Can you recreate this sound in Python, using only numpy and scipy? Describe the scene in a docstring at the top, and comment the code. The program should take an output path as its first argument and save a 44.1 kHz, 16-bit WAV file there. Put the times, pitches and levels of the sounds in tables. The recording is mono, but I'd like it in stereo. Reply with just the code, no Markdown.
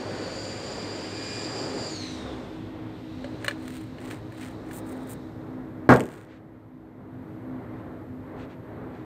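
"""Garden turbine and a canister on a bench

A jet-like turbine, smeared blade tones over rushing air, whines above a far rumble, then winds down.
Beating tones of air-conditioner fans hum on. Near the microphone, gloved hands rub and twist the lid of
a canister (grainy noise) that clicks and rings; the canister lands on a wooden bench, which booms in
decaying modes. The knock ducks the recorder's gain for about a second, and feet scuff the ground."""
import sys
import numpy as np
from scipy import signal
from scipy.fft import rfft, irfft, next_fast_len
from scipy.io import wavfile
from scipy.ndimage import uniform_filter1d, minimum_filter1d, map_coordinates

SR = 44100
rng = np.random.default_rng(int(sys.argv[2]) if len(sys.argv) > 2 else 0)


def to_wav(s):
    """Save 16-bit WAV."""
    ch = np.atleast_2d(s).T  # columns
    pcm = np.round(np.clip(ch, -1, 1) * 32767)  # PCM
    wavfile.write(sys.argv[1], SR, pcm.astype(np.int16))


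N = 399087
T = np.arange(N) / SR


def gain_of(db):
    """Decibels to amplitude."""
    return 10 ** (np.asarray(db) / 20)


def evened(x):
    """Scales to rms 1."""
    return x / np.sqrt(np.mean(x ** 2) + 1e-20)


def read(points, hz):
    """Reads a spectrum on a log-frequency axis."""
    f, value = np.transpose(points)
    return np.interp(np.log(hz + 1), np.log(f + 1), value)


def follow(rows):
    """Each column of a curve, at every sample."""
    s, *columns = np.transpose(rows)
    return [np.interp(T, s, c) for c in columns]


def add(mix, s, sound):
    """Mixes a sound in at time s."""
    part = mix[round(s * SR):][:len(sound)]
    part += sound[:len(part)]


def colour(x, spectrum):
    """Gives x a spectrum, at rms 1."""
    size = next_fast_len(len(x))
    shape = gain_of(read(spectrum, np.fft.rfftfreq(size, 1 / SR)))
    return evened(irfft(rfft(x, size) * shape, size)[:len(x)])


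def band(x, hz, kind, order=2):
    """Causal low-pass or high-pass."""
    return signal.sosfilt(signal.butter(order, min(hz, SR / 2 - 1), kind, fs=SR, output="sos"), x)


def wander(per_s):
    """Smooth chance of rms 1 that changes about per_s times a second."""
    knots = rng.standard_normal(2 ** 14)
    return evened(map_coordinates(knots, [T * per_s], order=2, mode="wrap"))


def ring(modes, t):
    """Modes that lose 60 dB in their t60, each starting at a chance phase."""
    out = 0
    for hz, db, t60 in modes:
        out = out + gain_of(db - 60 * t / t60) * np.sin(2 * np.pi * (hz * t + rng.random()))
    return out


def stroke(centre, length, db):
    """A smooth rise and fall of level, such as one rubbing movement."""
    return gain_of(db) * np.cos(np.pi * np.clip((T - centre) / length, -.5, .5)) ** 2


# colour of the far roar: (frequency [Hz], relative density [dB per Hz])
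RUMBLE_SPECTRUM = [(20, -29), (36, -22), (50, -4.5), (75, -4.5), (105, 3.5), (150, 2), (200, -1),
                   (380, -0.5), (520, -4), (640, -7), (1000, -12), (1250, -15), (2000, -21), (2700, -34.5),
                   (4200, -40.5), (5200, -54), (16000, -83.5)]
# the middle of the far roar: (time [s], level [dB])
ROAR_CURVE = [(0, -35), (1.76, -35), (2.9, -41), (5.8, -40.5), (7.4, -42.5), (9.05, -41.5)]


def rumble(bass_db=-40.0, split_hz=230, gust_db=-0.5, waver_db=1.92):
    """Far roar: the deep part holds nearly steady while the middle fades and wavers in the air."""
    level_db, = follow(ROAR_CURVE)
    noise = colour(rng.standard_normal(N), RUMBLE_SPECTRUM)
    deep = band(noise, split_hz, "low", order=3)
    middle = band(noise, split_hz, "high", order=3)
    deep_db = bass_db + gust_db * wander(8.1)
    middle_db = level_db + waver_db * wander(4.9)
    return deep * gain_of(deep_db) + middle * gain_of(middle_db)


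# faint moans in the far roar: (frequency [Hz], width [Hz], centre time [s], length [s], level [dB])
MOAN_BANDS = [(529, 39, 0.41, 1.74, -43.5), (1490, 45, 0.22, 1.1, -52.5), (1670, 50, 1.27, 1.5, -53.5)]


def moans():
    """Narrow bands of noise in the roar that swell and sink."""
    out = np.zeros(N)
    for hz, width_hz, centre, length, db in MOAN_BANDS:
        swirl = band(rng.standard_normal(N) + 1j * rng.standard_normal(N), width_hz, "low")
        moan = evened((swirl * np.exp(2j * np.pi * hz * T)).real)
        out += moan * stroke(centre, length, db)
    return out


# colour of the rushing air: (frequency [Hz], relative density [dB per Hz])
RUSH_SPECTRUM = [(400, -7.5), (1000, -1.5), (1800, 8), (2800, 7), (4200, 2.5), (6000, -8.5), (9100, -13.5),
                 (10200, -33), (12500, -30.5), (15000, -50)]
# the turbine's run: (time [s], blade rate [Hz], whine level [dB], rush level [dB])
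TURBINE_RUN = [(0, 2315, -49, -48.5), (.45, 2362, -45, -47), (1.1, 2405, -46.5, -45.5),
               (1.36, 2420, -41.5, -44), (1.72, 2396, -44, -47.5), (1.9, 2345, -41.5, -48),
               (2.04, 2055, -44.5, -46), (2.18, 1935, -48, -51.5), (2.33, 1760, -55.5, -54),
               (2.8, 1720, -71, -58.5), (3.25, 2010, -62, -57.5), (4.2, 1955, -67, -62),
               (5.15, 1893, -66.5, -68.5), (5.7, 1810, -81, -72), (9.05, 1800, -96, -73)]
FULL_HZ, FULL_DB = 2410, -41.5  # blade rate and whine level at full power
# top of the rush at full power [dB]; dB lost per dB of whine; what remains [dB]
TOP_DB, TOP_SLOPE, TOP_FLOOR_DB = -48.5, 0.83, -92


def rush(split_hz=5000):
    """Turbulent air; its top dies with the whine as the turbine slows."""
    _, whine_db, rush_db = follow(TURBINE_RUN)
    top_gain = gain_of(TOP_DB + TOP_SLOPE * (whine_db - FULL_DB))
    top_gain = np.hypot(top_gain, gain_of(TOP_FLOOR_DB))
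    noise = colour(rng.standard_normal(N), RUSH_SPECTRUM)
    body = band(noise, split_hz, "low", order=5)
    top = evened(band(noise, split_hz, "high", order=5))
    return (body * gain_of(rush_db) + top * top_gain) * gain_of(0.47 * wander(14))


CORE_DB, CORE_SLOPE = -45.5, 1.6  # clean whistle at full power [dB]; dB lost per dB of whine
BLADE_DB, BLADE_SLOPE = -59.5, 12  # deepest blade tone at full speed [dB]; dB lost per dB of speed
# the deepest tone swells once, near top speed
BLADE_SWELL_S, BLADE_SWELL_LENGTH_S, BLADE_SWELL_DB = 1.3, 0.54, -51


def whine(width_hz=145, third_db=-7.0, third_fade=1.0, broken_hz=280, firm_db=-45):
    """Blade tones smeared by turbulence, with a thin clean core that needs full power."""
    blade_hz, level_db, _ = follow(TURBINE_RUN)
    phase = 2 * np.pi * np.cumsum(blade_hz * (1 + 0.0037 * wander(18))) / SR

    def smeared(order, spread_hz):
        """A fuzzy whistle on one multiple of the blade rate."""
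        swirl = rng.standard_normal(N) + 1j * rng.standard_normal(N)
        swirl = band(swirl, spread_hz, "low", order=1)
        swirl = band(swirl, 3 * spread_hz, "low", order=1)
        return evened((swirl * np.exp(1j * order * phase)).real)

    # the upper tone is lost once the whine is weak
    upper_db = third_db + third_fade * np.minimum(level_db + 59, 0)
    upper_gain = gain_of(upper_db + 1.05 * wander(14.1))
    tones = smeared(order=2, spread_hz=width_hz)
    tones = tones + upper_gain * smeared(order=3, spread_hz=0.89 * width_hz)
    # a weak whine dissolves into a wide band
    breakup = np.clip((firm_db - level_db) / 12, 0, .85)
    tones = np.sqrt(1 - breakup) * tones + np.sqrt(breakup) * smeared(order=2, spread_hz=broken_hz)
    core_db = CORE_DB + CORE_SLOPE * (level_db - FULL_DB) + 2.8 * wander(12)
    first_db = BLADE_DB + BLADE_SLOPE * 20 * np.log10(blade_hz / FULL_HZ) + 3.3 * wander(8.9)
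    first_gain = gain_of(first_db) * (1 - breakup)
    first_gain = first_gain + stroke(BLADE_SWELL_S, BLADE_SWELL_LENGTH_S, BLADE_SWELL_DB)
    core = gain_of(core_db) * np.sin(2 * phase) + first_gain * np.sin(phase)
    return tones * gain_of(level_db + 1.53 * wander(16)) + np.sqrt(2) * core


# the drone holds, then coasts down and shakes hardest as it passes a resonance
DRONE_HZ, DRONE_DB = 103.3, -49.5
COAST_FROM_S, COAST_S, COAST_DB_PER_S = 2.03, .66, 27  # start, time constant, loss
SHAKE_HZ, SHAKE_WIDTH_HZ, SHAKE_DB = 72, 16, 13.5


def drone(waver_hz=3, flutter_db=3.0):
    """A low tone that coasts down as the whine falls, swelling through a resonance on the way."""
    coasting = np.maximum(T - COAST_FROM_S, 0)
    hz = DRONE_HZ * np.exp(-coasting / COAST_S)
    shake_db = SHAKE_DB * np.exp(-((hz - SHAKE_HZ) / SHAKE_WIDTH_HZ) ** 2)
    level_db = DRONE_DB - COAST_DB_PER_S * coasting + shake_db
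    tone = np.sin(2 * np.pi * np.cumsum(hz + waver_hz * wander(21.6)) / SR)
    return np.sqrt(2) * tone * gain_of(level_db + flutter_db * wander(14))


# hum of the air conditioner, compressor (first two rows) and fans: (frequency [Hz], waver [Hz], level outside
# the swell [dB], swell start [s], swell end [s])
HUM_TONES = [(53.5, 0.55, -66.5, 2.8, 4.9), (108.4, 3.1, -59, 2.2, 8.0), (253.4, 2.317, -54.5, 1.1, 8.4),
             (257.2, 1.16, -52, 1.2, 8.84), (313.8, 3.184, -53, 1.4, 4.9), (318.6, 1.69, -53.5, 1.2, 7.94)]
SWELL_DB, SWELL_S = 6.0, .15  # how far a hum tone swells, and how quickly


def hums(flutter_db=2.5):
    """Compressor and fan tones, the fans' in close pairs that beat; each swells, holds and sinks back."""
    out = np.zeros(N)
    for hz, waver_hz, db, start, end in HUM_TONES:
        swell = (np.tanh((T - start) / SWELL_S) - np.tanh((T - end) / SWELL_S)) / 2
        tone = np.sin(2 * np.pi * np.cumsum(hz + waver_hz * wander(12)) / SR)
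        out += np.sqrt(2) * tone * gain_of(db + SWELL_DB * swell + flutter_db * wander(9))
    return out


# stereo width by band: (frequency [Hz], side against centre [dB])
SIDE_SPECTRUM = [(380, -66), (700, -56), (1290, -21), (2300, -11.5), (4000, -56), (8000, -31.5),
                 (15000, -19)]


def side_copy(x, spectrum, delay_s):
    """A delayed, filtered copy, for use opposite in the two channels; the spectrum is its gain in dB."""
    size = next_fast_len(N)
    hz = np.fft.rfftfreq(size, 1 / SR)
    response = gain_of(read(spectrum, hz)) * np.exp(-2j * np.pi * hz * delay_s)
    return irfft(rfft(x, size) * response, size)[:N]


# hissy colour of glove and lid: (frequency [Hz], relative density [dB per Hz])
HISS_SPECTRUM = [(3000, -10), (5500, -11), (7500, 3.5), (9200, 6.5), (10500, -6), (12000, -4), (14000, 1),
                 (15800, -3)]
# gritty colour of hard contact: (frequency [Hz], relative density [dB per Hz])
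GRIT_SPECTRUM = [(400, -31), (1000, 1), (2000, 5), (2900, -2.5), (4100, -5.5), (5200, -14.5), (8800, -14),
                 (10500, -43), (16000, -49)]
# lid clicks: (time [s], level [dB], treble against that level [dB], hollow note level [dB])
LID_CLICKS = [(3.2434, -32.5, -36, -33), (3.4451, -25.5, -11, -36), (3.4808, -12, -23, -29),
              (3.5098, -29, -32, -51), (3.984, -40, -28, -60), (4.322, -43, -14, -54),
              (4.426, -37, -22, -58), (4.7103, -39, -24, -57), (4.749, -53, -4, -72), (5.093, -51, 3, -70)]
# ringing wall of the canister: (frequency [Hz], relative level [dB], t60 [s])
CANISTER_MODES = [(1170, -17.5, 0.016), (1495, -4, .022), (1730, 6.5, 0.02), (1713, 3, 0.023),
                  (2370, -6.5, 0.048), (2910, -8, 0.036), (4170, -8.5, 0.035), (4500, -20, 0.028)]
# the air inside it: (frequency [Hz], relative level [dB], t60 [s])
HOLLOW_MODES = [(572, 3.5, 0.087)]


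def clicks(ring_db=-5, snap_db=-7, snap_s=0.0036, tail=0.12, tail_s=0.023):
    """Each click of the lid is a short snap that rings the canister's wall and the air inside."""
    out, t = np.zeros(N), np.arange(SR // 5) / SR
    fall = np.exp(-t / snap_s) + tail * np.exp(-t / tail_s)
    onset = 1 - np.exp(-t / 0.00042)
    for s, db, treble_db, hollow_db in LID_CLICKS:
        crack = colour(rng.standard_normal(len(t)), GRIT_SPECTRUM) * gain_of(snap_db)
        fizz = colour(rng.standard_normal(len(t)), HISS_SPECTRUM) * gain_of(treble_db)
        wall = gain_of(db) * (gain_of(ring_db) * ring(CANISTER_MODES, t) + (crack + fizz) * fall)
        hollow = gain_of(hollow_db) * ring(HOLLOW_MODES, t)
        add(out, s, (wall + hollow) * onset)
    return out


def walls(x, t60=1.0, dull_hz=5000):
    """Faint scattered echoes from the house walls."""
    t = np.arange(SR * 3 // 4) / SR
    sparse = rng.standard_normal(len(t)) * (rng.random(len(t)) < .05)
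    taps = sparse * (t > .012) * 1000 ** (-t / t60)
    taps = band(taps / np.linalg.norm(taps), dull_hz, "low", order=1)
    return signal.oaconvolve(x, taps)[:N]


# the glove rubbing and twisting the lid: (centre time [s], length [s], hiss level [dB], grit level [dB])
LID_RUBS = [(3.47, 0.19, -69, -46), (3.73, 0.39, -58.5, -51.5), (4.095, 0.24, -56.5, -45.5),
            (4.436, .28, -60, -49.5), (4.706, .13, -62, -59), (4.765, .11, -46, -58),
            (4.894, .12, -55.5, -62), (4.986, .28, -63.5, -64), (5.113, 0.099, -46.5, -61)]
# feet on the ground: (centre time [s], length [s], level [dB])
FOOT_SCUFFS = [(6.328, 0.19, -50.5), (7.79, .09, -64), (8.415, 0.14, -51.5), (8.517, 0.093, -56),
               (8.98, .28, -61)]
# the canister slides after landing: (centre time [s], length [s], hiss level [dB], grit level [dB])
SLIDE = (6.15, 0.34, -61, -51)
# a hard rub fizzes above an edge; its share of the hiss, and the hiss level where it has that share
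FIZZ_HZ, FIZZ_DB, FIZZ_FROM_DB = 11000, -2, -48


def friction(grain_db=3.0, grains_per_s=3500, catch_db=3.0, sole_hz=6000, sole_share=.5):
    """Tiny slips catch in clumps, hissy from glove, gritty from lid or bench; soles scuff more softly."""
    rubs = list(LID_RUBS) + [SLIDE]
    hiss = sum(stroke(s, length, db) for s, length, db, _ in rubs)
    grit = sum(stroke(s, length, db) for s, length, _, db in rubs)
    strength = gain_of(grain_db * np.minimum(rng.exponential(1, N), 5))
    slips = rng.standard_normal(N) * strength * (rng.random(N) < grains_per_s / SR)
    slips *= gain_of(catch_db * wander(110))
    glove, grains = colour(slips, HISS_SPECTRUM), colour(slips, GRIT_SPECTRUM)
    fizz = band(colour(rng.standard_normal(N), HISS_SPECTRUM), FIZZ_HZ, "high", order=4)
    fizz = fizz * gain_of(FIZZ_DB) * hiss / gain_of(FIZZ_FROM_DB)  # grows with the force of the rub
    soles = sole_share * grains + colour(rng.standard_normal(N), GRIT_SPECTRUM)
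    soles = evened(band(soles, sole_hz, "low"))
    scuffs = sum(stroke(*row) for row in FOOT_SCUFFS)
    return hiss * (glove + fizz) + grit * grains + scuffs * soles


# colour of the thud: (frequency [Hz], relative density [dB per Hz])
THUD_SPECTRUM = [(25, -30), (60, -3), (110, -5.5), (170, -3), (230, -2), (480, -2), (700, -6.5),
                 (1400, -10.5), (2000, -17), (2700, -32.5), (4200, -38), (6000, -41.5), (8500, -48),
                 (10500, -56), (12500, -54), (15500, -62)]
# how long the thud lasts: (frequency [Hz], t60 [s])
THUD_DECAY = [(60, 0.29), (300, 0.38), (1000, 0.19), (2500, 0.18), (12000, 0.091)]
# the bench under the blow: (frequency [Hz], relative level [dB], t60 [s])
BENCH_MODES = [(127.7, 2.5, 0.28), (171, -1, 0.23), (252.5, 3.5, 0.3), (369, -15, 0.55), (477, -4.5, 0.32),
               (613, 0, 0.26), (725, -2.5, 0.23), (790, -13, 0.23), (875, -5, 0.28), (978, -19, 0.22),
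               (1080, -3, 0.2), (1235, -2, 0.13), (1310, -2, 0.12), (1418, -6, 0.099), (1557, -6, 0.13),
               (1620, -2, 0.16), (1810, -21, .25), (2043, -22, 0.15), (2200, -28, .2)]
KNOCK_S = 5.891


def knock(modes_db=-6, thud_db=-4.5, chatter_s=0.036):
    """The canister chatters on the planks, which boom and ring."""
    out, t = np.zeros(N), np.arange(SR * 3 // 4) / SR
    hz, at, z = signal.stft(colour(rng.standard_normal(len(t)), THUD_SPECTRUM), SR, nperseg=256)
    # the thud holds through the chatter, then each band dies at its own rate
    fall_db = -60 * np.maximum(at - chatter_s, 0) / read(THUD_DECAY, hz)[:, None]
    thud = signal.istft(z * gain_of(fall_db), SR, nperseg=256)[1][:len(t)]
    boom = ring(BENCH_MODES, t) * (1 - np.exp(-t / 0.0041))
    # the first contact shoves the plank
    blow = 1.6 * np.sin(2 * np.pi * 330 * t) * np.exp(-t / 0.0023)
    wood = blow + gain_of(thud_db) * thud + gain_of(modes_db) * boom
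    wood = wood * (1 - np.exp(-t / 0.000087))
    add(out, KNOCK_S, band(wood, 76, "high", order=3))
    return out


# colour of a loose tick: (frequency [Hz], relative density [dB per Hz])
TICK_SPECTRUM = [(600, -10), (2000, 15), (4200, 0.5), (5500, -3), (8400, 5.5), (10500, -13), (12500, 0),
                 (14500, -8), (15800, -15)]
# hard bounces of the canister: (time [s], level [dB])
CANISTER_BOUNCES = [(5.8918, -21), (5.905, -16.5), (5.938, -19.5), (5.9618, -18.5), (6.0058, -20),
                    (6.14, -35)]
# small ticks between them die away
RATTLE_DB, RATTLE_DB_PER_S, RATTLE_GAP_S, RATTLE_SPREAD_DB = -20.5, 88, .02, 4


def rattle(tick_s=0.00076, tail=0.11, tail_s=0.02, count=19):
    """A few hard bounces, and uneven ticks of loose parts that fade as the canister settles."""
    out, t = np.zeros(N), np.arange(SR // 20) / SR
    fall = np.exp(-t / tick_s) + tail * np.exp(-t / tail_s)
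    jitter, strength = rng.uniform(-1, 1, (count, 2)).T
    after = RATTLE_GAP_S * (np.arange(count) + 1 + jitter / 2)
    loose_db = RATTLE_DB - RATTLE_DB_PER_S * after + RATTLE_SPREAD_DB * strength
    for s, db in list(CANISTER_BOUNCES) + list(zip(KNOCK_S + after, loose_db)):
        tick = colour(rng.standard_normal(len(t)), TICK_SPECTRUM) * fall
        add(out, s, gain_of(db) * tick)
    return out


def scene():
    """Nearly all is central; some bands have a little stereo width; the lid sits slightly left."""
    lid = clicks()
    near = friction() + knock() + rattle()
    far = rumble() + rush() + moans()
    # the wall alongside combs the distant roar
    far = 0.96 * far + 0.13 * np.interp(T - .0096, T, far, left=0)
    centre = far + whine() + drone() + hums() + near + gain_of(-27.0) * walls(near + lid)
    side = side_copy(centre + lid, SIDE_SPECTRUM, delay_s=.0023)
    return centre + lid * gain_of([[.8], [-.8]]) + np.array([side, -side])


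# microphone preamp hiss: (frequency [Hz], relative density [dB per Hz])
PREAMP_SPECTRUM = [(100, -15), (8700, 4), (10000, -3), (13000, 5), (15500, -4.5)]
EDGE_HZ = 15700  # upper band limit


def record(dry, threshold_db=-17, most_db=7, hold_s=1.0, release_db=22, hiss_db=-77.5, apart_db=-8,
           whistle_db=-81):
    """Preamp hiss and whistles; gain control that drops at once, holds, then recovers; the band limit."""
    shared = colour(rng.standard_normal(N), PREAMP_SPECTRUM)
    apart = np.array([colour(rng.standard_normal(N), PREAMP_SPECTRUM) for _ in dry])
    hiss = shared + gain_of(apart_db) * apart
    whistles = np.sin(2 * np.pi * 12522 * T) + .18 * np.sin(2 * np.pi * 8624 * T)
    x = dry + gain_of(hiss_db) * hiss + gain_of(whistle_db) * evened(whistles)

    power_db = 10 * np.log10(abs(uniform_filter1d((x ** 2).mean(0), size=900)) + 1e-12)
    over_db = np.clip(power_db - threshold_db, 0, most_db)
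    hold = int(hold_s * SR) // 2
    held_db = -minimum_filter1d(-over_db, 2 * hold + 1, origin=hold, mode="constant")
    # recovery at release_db per second
    duck_db = np.maximum.accumulate(held_db + release_db * T) - release_db * T
    x = x * gain_of(-uniform_filter1d(duck_db, size=100))

    # a fast limiter rounds off the peaks that remain
    excess = -minimum_filter1d(-np.maximum(abs(x).max(0) / .95, 1), size=161)
    x = x / uniform_filter1d(excess, size=161)
    low_pass = signal.firwin(511, EDGE_HZ, window=("kaiser", 9), fs=SR)
    return signal.oaconvolve(x, low_pass[None], "same")


dry = scene()
out = record(dry)
to_wav(out)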